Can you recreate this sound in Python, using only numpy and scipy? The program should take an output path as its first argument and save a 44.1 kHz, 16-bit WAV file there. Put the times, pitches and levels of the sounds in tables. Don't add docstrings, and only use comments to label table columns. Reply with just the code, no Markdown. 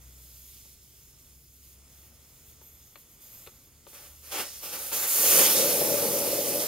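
import sys
import numpy as np
from scipy import signal
from scipy.fft import rfft, irfft, next_fast_len
from scipy.io import wavfile
from scipy.ndimage import uniform_filter1d

SR = 44100
rng = np.random.default_rng(int(sys.argv[2]) if len(sys.argv) > 2 else 0)


def unload_audio(sound):
    columns = np.transpose(np.atleast_2d(sound))
    steps = np.round(np.clip(columns, -1, 1) * 32767)
    wavfile.write(sys.argv[1], SR, steps.astype(np.int16))


def gain_from_db(level_db):
    decades = np.asarray(level_db, float) / 20
    return 10 ** decades


N = 294147
T = np.arange(N) / SR
COARSE_S = np.arange(0, N + 32, 32) / SR
PADDED = next_fast_len(N + 4096)
HZ = np.fft.rfftfreq(PADDED, 1 / SR) + 1e-3
SPURT_ATTACK_S, SPURT_RELEASE_DB_PER_S = 0.031, 272


def rms_one(x):
    return x / np.sqrt(np.mean(x ** 2) + 1e-20)


def in_time(rows):
    s, value = np.transpose(rows)
    return np.interp(T, s, value)


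def at_hz(points):
    hz, value = np.transpose(points)
    return np.interp(np.log(HZ), np.log(hz), value)


def filtered(x, response):
    return irfft(rfft(x, PADDED) * response, PADDED)[..., :N]


def modes(table):
    power = 0
    for hz, width_hz, db in table:
        power = power + gain_from_db(db) ** 2 / (1 + (2 * (HZ - hz) / width_hz) ** 2) ** 2
    return power


def drift(rate):
    r = np.exp(-80 * np.pi * rate / SR)
    slow = signal.lfilter([1], [1, -2 * r, r * r], rng.standard_normal(N // 40 + 2002))[2000:]
    return np.interp(np.arange(N) / 40, np.arange(len(slow)), rms_one(slow))


def noise(gain):
    return rms_one(filtered(rng.standard_normal((2, PADDED)), gain))


def bursts(start, length, change_db, attack_s, release_db_per_s):
    t = COARSE_S - start[:, None]
    held_db = np.clip(t / length[:, None], 0, 1) * change_db[:, None]
    fall_db = release_db_per_s * np.maximum(t - length[:, None], 0)
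    return np.clip(t / attack_s + .5, 0, 1) ** 2 * gain_from_db(held_db - np.minimum(fall_db, 120))


def summed(gains, db):
    return np.interp(T, COARSE_S, np.sqrt(gain_from_db(db) ** 2 @ gains ** 2))


def played(rows):
    start, length, db, change_db = np.transpose(rows)
    return summed(bursts(start, length, change_db, SPURT_ATTACK_S, SPURT_RELEASE_DB_PER_S), db)


# pitch_hz, level_db_per_hz
RUMBLE = [(12, -41), (20, -18), (43, -7), (72, -7), (133, -8), (187, -15.5), (228, -14.5), (464, -21),
          (600, -35.5), (780, -73), (1320, -120)]
# pitch_hz, level_db_per_hz
AIR = [(290, -40), (500, 1), (960, -4.5), (1310, -3), (1780, -9), (1970, -3.5), (3000, -9), (3900, -22),
       (6600, -120)]
# time_s, level_db
BREEZE = [(0, 8), (.3, 4), (.8, 0.5), (1.3, 3.5), (1.5, -2), (1.68, 2), (1.9, 7), (3.1, 4.5), (3.4, 11),
          (3.7, 4), (4.2, 3)]


def hush():
    breeze_db = in_time(BREEZE)
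    rumble = gain_from_db(-64.5 + 0.26 * breeze_db + 0.27 * drift(7.1)) * noise(gain_from_db(at_hz(RUMBLE)))
    return rumble + gain_from_db(-76 + breeze_db) * noise(gain_from_db(at_hz(AIR)))


# time_s, pitch_hz
ENGINE_HZ = [(0, 63.2), (1, 64.96), (2, 68), (3, 70.55), (4.2, 72.85), (6.67, 72.5)]
# time_s, level_db
ENGINE_DB = [(0.0, -55), (0.07, -52.5), (0.82, -64), (1.86, -59), (2.43, -64.5), (2.86, -62), (2.93, -85),
             (3.32, -68), (3.47, -78), (3.57, -66), (3.64, -77), (3.75, -63), (3.94, -83), (4.1, -56.5),
             (4.4, -65.5), (6.35, -59), (6.5, -79), (6.67, -60)]
# multiple, level_db
ENGINE_ORDERS = [(1.5, -23.5), (2, -15.5), (2.5, -22.5)]


def engine():
    phase = 2 * np.pi * np.cumsum(in_time(ENGINE_HZ) * (1 + 0.0057 * drift(10.0))) / SR
    tone = np.sin(phase)
    for multiple, order_db in ENGINE_ORDERS:
        tone = tone + gain_from_db(order_db + 2.3 * drift(3.7)) * np.sin(multiple * phase)
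    return np.sqrt(2) * gain_from_db(in_time(ENGINE_DB) - 0.3) * tone * np.array([[1], [0]])


# start_s, peak_db, brightness_db, weight_db
TICKS = [
    (0.651, -52, -13, -20),
    (2.614, -42.5, -16, -15),
    (2.957, -40, -2.5, -15.5),
    (3.465, -47.5, -2, -5),
    (3.473, -35, -9, -9),
    (3.672, -50, -26, -4.5),
    (3.867, -38, -16, -9.5),
    (3.93, -45, -9, -6),
    (4.916, -24.5, -14.5, -28),
]
# pitch_hz, level_db, t60_s, share of brightness (0-1), share of weight (0-1)
RIM = [(361, 11, 0.054, 0.06, 0.95), (448, 4, 0.036, 0, 0.8), (557, 2.5, 0.043, 0.1, 0.12),
       (890, 1, 0.025, 0.1, 0), (1150, 3.5, 0.017, 0.34, 0.06), (1360, 15, 0.0032, 0.7, 0),
       (2170, 8.5, 0.0083, 1, 0.03), (2580, 13, 0.0075, 0.95, 0.1), (2970, 5.5, 0.0073, 1, 0.13),
       (3560, 8, 0.0072, 0.4, 0.3), (4240, 11, 0.0097, 0.96, 0.1)]


def ticks():
    out = np.zeros((2, N))
    start, peak_db, bright_db, weight_db = np.transpose(TICKS)
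    bounce_s, bounce_db = np.array([0, .0021, .0047, .0078]), np.array([0.5, -2.0, -5.0, -6.5])
    contacts = np.round((start[:, None] + bounce_s) * SR).astype(int)
    for hz, db, t60, bright, heavy in RIM:
        strike_db = peak_db + bright * bright_db + heavy * weight_db + db - 15.0
        uneven = gain_from_db(rng.normal(0, 2, (2,) + contacts.shape)) * rng.choice([-1, 1], contacts.shape)
        clicks = np.full((2, N), 1e-18)
        clicks[:, contacts] = gain_from_db(strike_db[:, None] + bounce_db) * uneven
        r, w = gain_from_db(-60 / (t60 * SR)), 2 * np.pi * hz / SR
        out += signal.lfilter([0, np.sin(w)], [1, -2 * r * np.cos(w), r * r], clicks)
    crack_db, crack_s = -4, 0.0033
    touch = np.zeros(N)
    touch[contacts[:, 0]] = gain_from_db(peak_db + crack_db + 0.34 * bright_db)
    crack = signal.lfilter([1], [1, -np.exp(-1 / (crack_s * SR))], touch + 1e-18)
    out += crack * rng.standard_normal((2, N))
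    return signal.sosfilt(signal.butter(3, [260, 4500], "band", fs=SR, output="sos"), out)


# start_s, length_s, hiss_db, change_db, whistle_db (re hiss)
SEEPS = [(0.0, .52, -60, 7, -5.5), (.52, 0.21, -52.5, -3, -22), (0.798, 0.31, -59, 0.5, -26),
         (1.17, 0.35, -58.5, -2, -16), (1.514, .1, -60, 1.5, -12), (1.62, .11, -55.5, -1.5, -14),
         (1.88, 0.18, -61.5, 5, -10), (2.1, .33, -65.5, 6, -15), (2.439, 0.064, -59, 4, -14),
         (2.605, 0.38, -62, -1, 2), (2.968, 0.041, -56, -1, -11), (3.08, 0.075, -59, -2, -3),
         (3.2, 0.26, -53, 0.5, -4.5), (3.49, 0.18, -62, -1, -4), (3.87, 2.9, -54.5, -4, -12)]
# start_s, length_s, level_db
RESTS = [
    (1.36, .26, -3.5),
    (3.659, 0.19, -1.5),
]
# pitch_hz, level_db_per_hz
SEEP_UPPER = [(4700, -33), (8000, -35), (8400, -15), (8900, -2), (10100, 0.5), (10700, -1.5), (12500, 5.5),
              (14900, 4.5), (15800, 4)]
# pitch_hz, level_db_per_hz
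SEEP_LOWER = [(880, -25), (1500, -15), (1820, -18), (2050, -9), (3430, -4), (4460, -4.5), (4930, -1),
              (6000, -5), (6740, 1.5), (8500, -4), (11000, -4), (18700, -120)]
# pitch_hz, width_hz, level_db
SEEP_WHISTLE = [(3460, 120, -5), (5100, 150, -8), (6530, 340, -3), (11300, 450, -6), (12130, 820, 5),
                (13000, 400, -6)]


def seep():
    steady_upper_db, steady_lower_db, steady_whistle_db = -62.5, -64, -74.5
    start, length, hiss_db, change_db, whistle_db = np.transpose(SEEPS)
    seeps = bursts(start, length, change_db, attack_s=0.043, release_db_per_s=200)
    rest_db = 0
    for rest_s, rest_length, db in RESTS:
        rest_db = rest_db + db * (np.abs(T - rest_s - rest_length / 2) < rest_length / 2)
    steady_upper, steady_lower = gain_from_db(steady_upper_db + rest_db), gain_from_db(steady_lower_db + rest_db)
    lower_db = hiss_db - 7.5 + 2.5 * (np.arange(len(start)) < 2)
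    upper = np.hypot(summed(seeps, hiss_db), steady_upper)
    lower = np.hypot(summed(seeps, lower_db), steady_lower)
    whistle = np.hypot(summed(seeps, hiss_db + whistle_db), gain_from_db(steady_whistle_db - 1))
    whistle = whistle * gain_from_db(1.5 * drift(8))
    hiss = upper * noise(gain_from_db(at_hz(SEEP_UPPER))) + lower * noise(gain_from_db(at_hz(SEEP_LOWER)))
    low_whistle = gain_from_db(steady_whistle_db - steady_lower_db) * steady_lower
    hiss = hiss + low_whistle * noise(np.sqrt(modes(SEEP_WHISTLE[:3])))
    return hiss + whistle * noise(np.sqrt(modes(SEEP_WHISTLE)))


# pitch_hz, level_db_per_hz
CAVITY_SKIRT = [(47, -51), (80, -14), (382, 0.5), (561, 7.5), (661, -27), (949, -9.5), (1300, -21),
                (1690, -58), (2860, -120)]
# pitch_hz, width_hz, level_db
CAVITY = [(232, 190, -12.5), (351, 167, -4), (502, 69, -1), (541, 93, 0), (580, 54, 2.5), (667, 100, -5),
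          (842, 55, -7), (1034, 41, -21.5)]


def cavity():
    skirt = gain_from_db(at_hz(CAVITY_SKIRT) - 7.5)
    return noise(np.sqrt(skirt ** 2 + modes(CAVITY))) * gain_from_db(0.13 * drift(4))


# pitch_hz, width_hz, level_db
SPRAY_BODY = [(2000, 500, 0), (2730, 800, 0)]


def glove(spray):
    return gain_from_db(-11.5) * spray * noise(np.sqrt(modes(SPRAY_BODY)))


def free_outflow():
    core_out_s, jet_db, surge_db, surge_s, sag_db_per_s = 5.47, -27, 6.5, 0.19, 3.5
    since = np.maximum(T - core_out_s, 0)
    level_db = jet_db + surge_db * np.exp(-since / surge_s) - sag_db_per_s * since
    free = np.clip(since / SPURT_ATTACK_S, 0, 1) * gain_from_db(level_db)
    through = np.where(since > 0, 0.24, np.where(T > 4.93, 0.66, 0.26))
    return free, through


# start_s, length_s, jet_db, change_db, struck_db (part hitting tool and fingers)
SPURTS = [(3.875, .01, -48, -4, 0), (3.888, 0.07, -62, 4, 3.5), (3.932, .14, -50.5, -3.5, 5),
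          (4.087, .12, -65.5, -7, 9), (4.223, 0.099, -54, 10, 3), (4.309, 0.1, -38.5, 4, 7),
          (4.45, 0.2, -48, 2, -0.5), (4.621, 0.11, -38.5, -2.5, 2.5), (4.718, 0.043, -35, -2, 3.5),
          (4.776, .13, -36, 0, -1.5), (4.916, 0.064, -28.5, 0, -0.5), (4.985, 0.047, -31, 1, -1),
          (5.021, 0.037, -32.5, 0.5, 3), (5.063, 0.17, -27.5, 7, -3.5), (5.232, 0.14, -22, 5, -1.5),
          (5.376, 0.09, -19.5, 0, 1)]
# start_s, length_s, level_db, change_db
SPRAYS = [
    (4.432, 0.16, -45.5, -5),
    (5.552, 0.063, -28.5, -1),
    (6.298, .4, -42.5, 2.5),
]
# start_s, length_s, level_db, change_db
HUMS = [
    (5.14, .19, -46, 10),
    (5.33, 0.11, -29, -1),
    (5.46, 0.14, -35, 0.5),
    (5.56, 0.26, -29, -2),
    (5.8, 0.84, -29.5, -4.5),
]
# pitch_hz, level_db_per_hz
JET = [(3000, -52), (5000, -28), (6060, -5), (7300, -8), (8200, -1.5), (8900, 2), (9590, 2), (12300, 7),
       (14500, 6.5), (15800, 2.5)]
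# pitch_hz, level_db_per_hz
SPLASH = [(1760, -45), (3000, -7), (3620, -3), (5000, 1.5), (6050, -1), (6870, -5), (7430, -2.5),
          (8500, -5.5), (11000, -2.5), (18700, -120)]
# pitch_hz, level_db_per_hz
RUSH = [(440, -40), (750, -0.5), (850, 2.5), (938, -7), (995, -4), (1190, 1), (1740, -4), (2530, 0.5),
        (3600, -4.5), (4680, -31), (7920, -120)]
# pitch_hz, width_hz, level_db (over the plain jet)
STEM = [(2650, 280, 0), (4630, 250, 0.5), (6860, 870, 10.5), (9590, 260, 4.5), (10300, 90, -4),
        (12150, 320, -11.5), (16000, 600, -3)]


def valve():
    start, length, jet_db, change_db, struck_db = np.transpose(SPURTS)
    spurts = bursts(start, length, change_db, SPURT_ATTACK_S, SPURT_RELEASE_DB_PER_S)
    puff_db, puff_s = 1, 0.013
    puffs = spurts * gain_from_db(puff_db * np.exp(-np.abs(COARSE_S - start[:, None]) / puff_s))
    free, through = free_outflow()
    spray = played(SPRAYS)
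    jet = np.hypot(summed(spurts, jet_db), free)
    splash = np.hypot(summed(spurts, jet_db - 8 + 0.76 * struck_db), free * gain_from_db(-8))
    splash = np.hypot(splash, spray)
    rush = np.hypot(summed(puffs, jet_db - 12 + 1.39 * struck_db), free * gain_from_db(-14))
    ring = np.hypot(summed(puffs, jet_db - 18 + 1.53 * struck_db), played(HUMS))
    hiss = ring * cavity() + rush * noise(gain_from_db(at_hz(RUSH)))
    for spectrum, gain in [(JET, jet), (SPLASH, splash)]:
        colour = gain_from_db(at_hz(spectrum))
        open_air = noise(colour)
        piped = noise(colour * np.sqrt(1 + modes(STEM)))
        hiss = hiss + gain * (np.sqrt(1 - through) * open_air + np.sqrt(through) * piped)
    return hiss + glove(spray)


def shading(x, patchy_db, flutter_db):
    frames = signal.stft(x, nperseg=512)[2]
    patches = rng.standard_normal(frames.shape[1:])
    for axis, size in enumerate([5, 14]):
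        for _ in range(2):
            patches = uniform_filter1d(patches, size=size, axis=axis)
    shade = rms_one(gain_from_db(patchy_db * rms_one(patches)))
    shaded = signal.istft(frames * shade, nperseg=512)[1]
    return shaded[:, :N] * gain_from_db(flutter_db * drift(12.0))


# delay_s, level_db
ECHOES = [(.0013, -54), (.0031, -25), (.0068, -17.5), (.0117, -17.5), (.019, -15)]


def driveway(x):
    response = 1
    for k, (delay_s, db) in enumerate(ECHOES):
        response = response + gain_from_db(db) * np.exp(-2j * np.pi * HZ * delay_s) * (-1) ** k
    return filtered(x, response / np.sqrt(np.mean(np.abs(response) ** 2)))


# pitch_hz, lead_radians
LEFT_LEAD = [(0, 0), (1290, 0.5), (2930, -0.2), (3530, -0.6), (4050, -0.4), (4910, -0.7), (5860, -2.4),
             (6630, -1.4), (6980, -1.4), (7580, -2.1), (8250, -2.7), (8800, -1.8), (10700, -0.7),
             (11800, -0.0), (16500, 0.0)]
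# pitch_hz, level_db
LEFT_OVER_RIGHT = [(60, 1.5), (110, 3.5), (200, 3.5), (380, 2.5), (700, 5), (1290, 2.0), (2380, 1),
                   (4400, -3), (8120, -2.5), (15000, 0.0)]
# pitch_hz, level_db (re direct)
SCATTERED = [(30, -21), (120, -18), (400, -14), (1200, -7), (2500, -7), (5000, -8), (9000, -10),
             (10800, -14), (12000, -24), (12500, -60)]


def ports(x):
    ratio = gain_from_db(at_hz(SCATTERED))
    tilt = gain_from_db(at_hz(LEFT_OVER_RIGHT) / 2) * np.exp(.5j * np.interp(HZ, *np.transpose(LEFT_LEAD)))
    centre = np.abs(tilt + 1 / tilt) ** 2 + ratio ** 2 * np.abs(tilt - 1 / tilt) ** 2
    left, right = [tilt, 1 / tilt] / np.sqrt(np.maximum(centre / 4, .3))
    left_out = filtered(x, [left, left * ratio]).sum(axis=0)
    right_out = filtered(x, [right, -right * ratio]).sum(axis=0)
    return np.array([left_out, right_out])


def scene():
    background = hush() + engine()
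    air = shading(valve() + seep(), patchy_db=1.0, flutter_db=0.38)
    return ports(driveway(air + ticks()) + background)


def top_cut(x):
    return signal.sosfilt(signal.butter(12, 16990, fs=SR, output="sos"), x)


def record(dry):
    top_hz = 15760
    mix = filtered(dry, HZ < top_hz)
    return top_cut(mix)


dry = scene()
out = record(dry)
unload_audio(out)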